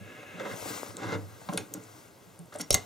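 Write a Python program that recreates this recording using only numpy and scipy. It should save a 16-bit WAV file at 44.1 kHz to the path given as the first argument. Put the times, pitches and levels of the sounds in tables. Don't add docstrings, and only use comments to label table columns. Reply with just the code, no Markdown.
import sys
import numpy as np
from scipy import signal
from scipy.fft import rfft, irfft, next_fast_len
from scipy.io import wavfile
from scipy.ndimage import uniform_filter1d, map_coordinates

SR = 44100
rng = np.random.default_rng(int(sys.argv[2]) if len(sys.argv) > 2 else 0)


def digitize_waveform(pressure):
    field = np.atleast_2d(pressure).T
    bounded = np.clip(field, -1, 1)
    quanta = np.round(bounded * 32767).astype(np.int16)
    wavfile.write(sys.argv[1], SR, quanta)


def ratio_of_db(decibels):
    return 10 ** (np.asarray(decibels, float) / 20)


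N = 125685

# time_s, force_db, bright_grit_db
DRAG = [(0, -57, -8), (.1, -54.5, -2.5), (.33, -53.5, -1.5), (.4, -46, -3), (.54, -45, -0.5),
        (.575, -54, -26), (.72, -60, -4.5), (.96, -48, -8), (1.03, -38.5, -3), (1.155, -39.5, -3.5),
        (1.19, -50.5, -28), (1.3, -58, -3), (1.44, -62.5, -1), (1.55, -39, -38), (1.67, -58, -24),
        (1.77, -47, -11), (1.84, -59, -8), (2.3, -71.5, -2)]
# start_s, force_db, t60_s
JERKS = [(0.397, -35.5, 0.051), (.452, -43, 0.11), (0.513, -48.5, 0.095), (.654, -36, 0.066),
         (.695, -41, 0.24), (.966, -59, 0.11), (1.019, -57, 0.17), (1.12, -38, 0.22), (1.522, -48, 0.15),
         (1.583, -37, 0.072), (1.748, -36.5, 0.05), (1.766, -63, 0.033), (2.525, -45, 0.084),
         (2.548, -43.5, 0.13), (2.597, -40.5, 0.11)]
# mode_hz, width_hz, level_db
STOCK_PRESSED = [(107.5, 16, -3), (174.4, 30, 0), (299.4, 36.4, 1), (436, 27.3, 1), (520, 141, -8)]
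# mode_hz, width_hz, level_db
STOCK_LIFTED = [(121, 35, 0), (215, 115, 4), (520, 130, 4), (800, 67, -4.5)]
# mode_hz, width_hz, level_db
SHELL = [(830, 540, -3), (1593, 417, 2), (2078, 173, 1), (2760, 420, -9.5), (3580, 630, -9),
         (6700, 2100, -17.5)]
PRESS_S = .6
SLIPS_PER_S = 570
# time_s, level_db
SLIDE = [
    (0, -57),
    (.1, -52.5),
    (.36, -50.5),
    (.55, -55.5),
]
# mode_hz, width_hz, level_db
RAIL = [(1300, 33, -6), (1683, 38, 5.5), (2140, 120, -3.5), (2640, 230, -3), (3930, 500, -19),
        (6400, 110, -15.5)]
# start_s, peak_db, centre_hz, ring_db, t60_s
TICKS = [(0.9689, -24, 7900, -30, 0.0014), (0.9683, -36.5, 4050, -30, 0.0049),
         (1.488, -38.5, 4100, -4, 0.025), (1.575, -18.5, 9040, -8.5, 0.013),
         (1.575, -22.5, 3980, -36, 0.017), (1.7386, -25, 7340, -26, 0.02), (1.7386, -28, 13500, -30, 0.015),
         (1.837, -41, 7150, -22, 0.025), (2.391, -39.5, 9060, -29, 0.011), (2.458, -51, 8640, -37, 0.015),
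         (2.559, -36, 8800, -27, 0.016), (2.586, -35, 8400, -21, 0.075), (2.609, -31.5, 5730, -1.5, 0.035),
         (2.7058, -5.5, 10200, -29, 0.008), (2.7075, -17, 5130, 1, 0.012), (2.727, -20, 5760, -10, 0.0062),
         (2.729, -18, 9100, -20, 0.008), (2.7428, -9, 7300, -21.5, 0.0048), (2.7434, -7.5, 6400, -20, 0.01),
         (2.7447, -15.5, 13500, -18, 0.015), (2.7476, -12, 10150, -22, 0.011),
         (2.7475, -18.5, 3980, -24, 0.032)]
# frequency_hz, level_db
CRACK = [(1500, -9.5), (3300, 2.5), (10500, -4), (12000, -7.5), (16000, -9.5)]
# mode_hz, level_db, t60_s
STEEL = [(3160, -9, .08), (3731, -11, .04), (3951, -10, .09), (4590, -13, .07), (5600, 0, .06),
         (6480, -7, .08), (7150, -8, .05), (9076, -7, .025), (10520, -12, .02), (13520, -13, .045)]
# start_s, peak_db, centre_hz, t60_s, left_db
BUMPS = [(.399, -33.5, 520, 0.26, -5.5), (0.457, -29.5, 984, 0.058, -2), (0.518, -56, 222, 0.065, -16),
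         (1.416, -40.5, 840, 0.035, 3), (1.488, -24, 1032, 0.05, -1), (1.525, -30, 584, 0.037, 1),
         (1.576, -25.5, 2495, 0.031, -1), (1.578, -22.5, 1300, 0.01, 4), (2.389, -50, 413, 0.18, 1),
         (2.523, -42.5, 1300, 0.087, 1), (2.552, -32, 620, 0.047, 1), (2.748, -30.5, 695, 0.12, 2),
         (2.604, -29, 2030, 0.026, 0.5), (2.706, -23.5, 115, 0.01, -33), (2.705, -21.5, 510, 0.02, -5),
         (2.74, -24, 86, 0.046, 8), (2.745, -22, 214, 0.035, -2.5), (2.7445, -16.5, 2090, 0.017, 1)]
STOCK_RING_DB = -18
# start_s, length_s, level_db
SCRAPES = [
    (1.514, 0.032, -49.5),
    (2.519, 0.041, -53.5),
    (2.579, 0.038, -42),
]
# start_s, length_s, level_db
RATTLE = (2.708, .03, -39)
# start_s, peak_db
TAPS = [
    (.626, -32),
    (.658, -30),
    (.798, -35),
    (.832, -22.5),
    (.867, -38),
]
# start_s, peak_db, mode_hz, t60_s
THUDS = [(0, -47, 100, 0.3), (.002, -40, 199, 0.1), (1.49, -16.5, 184, 0.046), (2.259, -53, 179, 0.19),
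         (.335, -41, 172, 0.13), (.51, -41.5, 112, 0.18), (.61, -47, 103, 0.13), (0.884, -44, 109, 0.2),
         (0.993, -56, 105, 0.15), (1.049, -40, 107.6, 0.36), (1.061, -49, 170, .2), (1.142, -39, 102, 0.45),
         (1.22, -49, 97.5, .4), (1.238, -54, 173, 0.14), (1.306, -48.5, 96, 0.26),
         (1.401, -59.5, 113.7, .3), (1.577, -44.5, 109, 0.24), (1.579, -46, 179, .2),
         (1.745, -52.5, 181, 0.3), (2.388, -40.5, 170.2, 0.17), (2.592, -46, 162.8, 0.19),
         (2.701, -28, 44.6, 0.16), (2.738, -42, 44.5, .12), (2.782, -53, 99, 0.34)]
THUD_RISE_S = 0.0097
# frequency_hz, side_over_mid_db
THUD_WIDE = [(40, 5), (100, -1), (200, -4)]
# frequency_hz, phase_rad
THUD_TURN = [(40, 1.8), (200, 1.8)]
# frequency_hz, side_over_mid_db
NEAR_WIDE = [(60, -38), (250, -13), (900, -3.5), (2400, -4.5), (5000, -17), (8100, -9.5), (15000, -4)]
# frequency_hz, phase_rad
TURN = [(100, 1.75), (500, 2.1), (1500, 1.37), (5000, 0.63), (9000, 1.1), (14000, 2.6)]
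# frequency_hz, level_db
CLOTH = [(150, -8.5), (500, 2), (1800, -1), (4000, -8), (6600, -5), (11000, -13), (16000, -12.5)]
# time_s, level_db
SLEEVE = [(0, -75), (.38, -73), (.53, -56), (.61, -53), (.7, -49.5), (.8, -53.5), (.905, -59), (.935, -66),
          (1.13, -63.5), (1.27, -69), (1.55, -62), (1.7, -68.5), (2.0, -66), (2.16, -74.5), (2.3, -72),
          (2.45, -76.5), (2.85, -64.5)]
# frequency_hz, side_over_mid_db
CLOTH_WIDE = [(200, -3), (1300, 1.5), (5200, -7.5), (8100, 0.5), (15000, 1.5)]
# frequency_hz, phase_rad
CLOTH_TURN = [(200, 0.96), (2000, 0.079), (6000, 1.5)]
# frequency_hz, t60_s
ROOM = [(100, .18), (1000, .25), (5000, .18), (14000, .11)]
ROOM_DB = -12
ROOM_DULL_HZ = 4300
# frequency_hz, level_db
AIR = [(40, -6), (85, 4.5), (118, 15), (160, 0.5), (280, 4), (550, 1.5), (1000, -6), (3500, -14),
       (16000, -20.5)]
AIR_DB = -56.5
# frequency_hz, side_over_mid_db
AIR_WIDE = [(60, -8.5), (900, -5), (2400, -14.5), (5000, -21), (8100, -6), (15000, -1)]
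# centre_hz, width_hz, depth_0_to_1
NOTCHES = [(1775, 166, 1), (2393, 120, 1), (3040, 91, 1)]
TOP_HZ = 15750


def unit(x):
    return x / np.sqrt(np.mean(x ** 2) + 1e-20)


def along(points, hz):
    f, v = np.transpose(points)
    return np.interp(np.log(hz + 1), np.log(f + 1), v)


def curves(rows):
    s, *cols = np.transpose(rows)
    return [np.interp(np.arange(N) / SR, s, c) for c in cols]


def wobble(rate):
    return map_coordinates(rng.standard_normal(N // 100), [np.arange(N) * rate / SR])


def filtered(x, response):
    m = next_fast_len(x.shape[-1] + 8192)
    spectrum = rfft(x, m) * response(np.fft.rfftfreq(m, 1 / SR))
    return irfft(spectrum, m)[..., :x.shape[-1]]


def resonance(f, centre, width):
    return 1j * f * width / (centre * centre - f * f + 1j * f * width)


def body(peaks):
    return lambda f: sum((-1) ** k * ratio_of_db(db) * resonance(f, c, w) for k, (c, w, db) in enumerate(peaks))


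def grains(rate, spread_db):
    size = ratio_of_db(spread_db * np.minimum(rng.exponential(size=N), 3))
    slips = rng.random(N) < rate / SR
    return unit(rng.standard_normal(N) * (1 + size * slips))


def ports(x, wide, turn, loose):
    mixed = x[0] + loose * x[1]
    side = filtered(mixed, lambda f: ratio_of_db(along(wide, f)) * np.exp(1j * along(turn, f))) / np.hypot(1, loose)
    return np.array([x[0] + side, x[0] - side])


def stock():
    force_db, grit_db = curves(DRAG)
    t = np.arange(N) / SR
    jerks = sum((t > s) * ratio_of_db(db - 60 * abs(t - s) / t60) for s, db, t60 in JERKS)
    friction = np.array([grains(SLIPS_PER_S, spread_db=4) for _ in range(2)])
    rub = friction * (ratio_of_db(force_db) + jerks) * ratio_of_db(1.5 * wobble(70))

    def rung(peaks):
        return filtered(rub, body(peaks)) / np.std(filtered(rng.standard_normal(N), body(peaks)))

    wood = np.where(t < PRESS_S, rung(STOCK_LIFTED), rung(STOCK_PRESSED))
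    return wood + ratio_of_db(grit_db) * rung(SHELL)


def slide():
    moving = np.arange(N) < SLIDE[-1][0] * SR
    strength = ratio_of_db(curves(SLIDE)[0] + 0.22 * wobble(52))
    return moving * strength * unit(filtered(rng.standard_normal((2, N)), body(RAIL)))


def ticks():
    out, t = np.zeros(N + SR), np.arange(SR // 4) / SR
    for s, db, hz, ring_db, t60 in TICKS:
        burst = ratio_of_db(-60 * t / t60) * rng.standard_normal(len(t))
        spill = ratio_of_db(.35 * db - 9)
        centre = body([(hz, .36 * hz, 0)])
        crack = filtered(burst, lambda f: ratio_of_db(along(CRACK, f)) * (spill + centre(f) ** 2))
        ring = np.zeros(len(t))
        for f, level, decay in STEEL:
            mode_db = level + rng.normal(0, 1.5) - 15 * abs(np.log2(f / hz))
            ring += ratio_of_db(mode_db - 60 * t / decay) * np.sin(2 * np.pi * f * t)
        out[round(s * SR):][:len(t)] += ratio_of_db(db) * (crack / abs(crack).max() + ratio_of_db(ring_db) * ring)
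    return out[:N]


def bumps():
    out, t = np.zeros((2, N + SR)), np.arange(SR // 4) / SR
    for s, db, hz, t60, left_db in BUMPS:
        decay = ratio_of_db(-60 * t / t60)
        burst = decay * (1 - np.exp(-t / .0012)) * rng.standard_normal(len(t))
        modes = body([(hz, .6 * hz, 0), (3.1 * hz, 2.2 * hz, -12)])
        knock = filtered(burst, lambda f: modes(f) / (1 + 1j * f / 3000) ** 3)
        ring = filtered(burst, body(STOCK_PRESSED))
        tone = decay * (1 - np.exp(-t / 0.00026)) * np.sin(2 * np.pi * hz * t)
        hit = 0.81 * knock / abs(knock).max() + 0.61 * tone
        hit += ratio_of_db(STOCK_RING_DB) * ring / abs(ring).max()
        out[:, round(s * SR):][:, :len(t)] += ratio_of_db(db) * hit * [[1], [np.tanh(left_db / 12)]]
    return out[:, :N]


def scrapes():
    t = np.arange(N) / SR
    push = np.zeros(N)
    for s, length, db in SCRAPES + [RATTLE]:
        release = ratio_of_db(-60 * np.clip(t - s - length, 0, 1) / 0.017)
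        push += ratio_of_db(db) * np.clip((t - s) / 0.026, 0, 1) * release
    steel = body([(f, 500, 0.12 * level) for f, level, _ in STEEL[:-1]] + [(13500, 5700, -13)])
    return push * unit(filtered(grains(1600, spread_db=9), steel))


def taps():
    blows = np.zeros(N)
    for s, db in TAPS:
        blows[round(s * SR)] = ratio_of_db(db)
    wood = body([(460, 320, 0), (1700, 1300, -11)])
    tap = filtered(blows, lambda f: wood(f) / (1 + 1j * f / 3200) ** 4)
    return tap * blows.max() / abs(tap).max() * [[1.45], [.55]]


def thuds():
    t = np.arange(N) / SR
    hum = np.zeros(N)
    for s, db, hz, t60 in THUDS:
        since = np.clip(t - s, 0, None)
        swell = (1 - np.exp(-since / THUD_RISE_S)) ** 2
        hum += ratio_of_db(db + 8 - 60 * since / t60) * swell * np.sin(2 * np.pi * hz * since)
    return ports([hum, hum], THUD_WIDE, THUD_TURN, loose=0)


def rustle(spectrum, patchy_db):
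    z = signal.stft(rng.standard_normal((2, N)), nperseg=256)[2]
    field = uniform_filter1d(rng.standard_normal(z.shape[1:]), size=6, axis=0)
    field = uniform_filter1d(field, size=10, axis=1)
    pair = signal.istft(z * ratio_of_db(patchy_db * unit(field)), nperseg=256)[1][:, :N]
    return unit(filtered(pair, lambda f: ratio_of_db(along(spectrum, f))))


def sleeve():
    stroke = ratio_of_db(curves(SLEEVE)[0] + 9.5 + 0.6 * wobble(31.8))
    return stroke * ports(rustle(CLOTH, patchy_db=1.7), CLOTH_WIDE, CLOTH_TURN, loose=0.09)


def room(x):
    hz, t, z = signal.stft(rng.standard_normal((2, SR // 2)), SR, nperseg=256)
    hz = hz[:, None]
    decay = ratio_of_db(-60 * t / along(ROOM, hz))
    tail = signal.istft(z * decay / (1 + hz / ROOM_DULL_HZ) * (hz > 0), SR, nperseg=256)[1]
    delayed = np.pad(x, (150, 0))[None]
    return signal.fftconvolve(delayed, tail / np.linalg.norm(tail[0]), axes=1)[:, :N]


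def air():
    return ratio_of_db(AIR_DB) * ports(rustle(AIR, patchy_db=.7), AIR_WIDE, TURN, loose=2.5)


def scene():
    rubs = stock() + slide()
    knocks, lean = bumps()
    hits = ticks() + knocks + scrapes()
    near = ports(rubs, NEAR_WIDE, TURN, loose=1.0)
    near += ports([hits, ratio_of_db(-16) * room(hits)[0]], NEAR_WIDE, TURN, loose=1.0)
    echo = ports(ratio_of_db(ROOM_DB) * room(hits + 0.86 * rubs[0]), AIR_WIDE, TURN, loose=4.5)
    return near + lean * [[1], [-1]] + taps() + thuds() + sleeve() + echo + air()


def low_pass(x):
    return signal.sosfilt(signal.butter(12, 16780, fs=SR, output="sos"), x)


def record(dry):
    def mic(f):
        dips = np.prod([1 - np.clip(d, 0, 1) * resonance(f, c, w) for c, w, d in NOTCHES], axis=0)
        bass_cut = (1j * f / (40 + 1j * f)) ** 2
        return dips * bass_cut / (1 + (f / TOP_HZ) ** 90)

    return low_pass(filtered(dry, mic))


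dry = scene()
out = record(dry)
digitize_waveform(out)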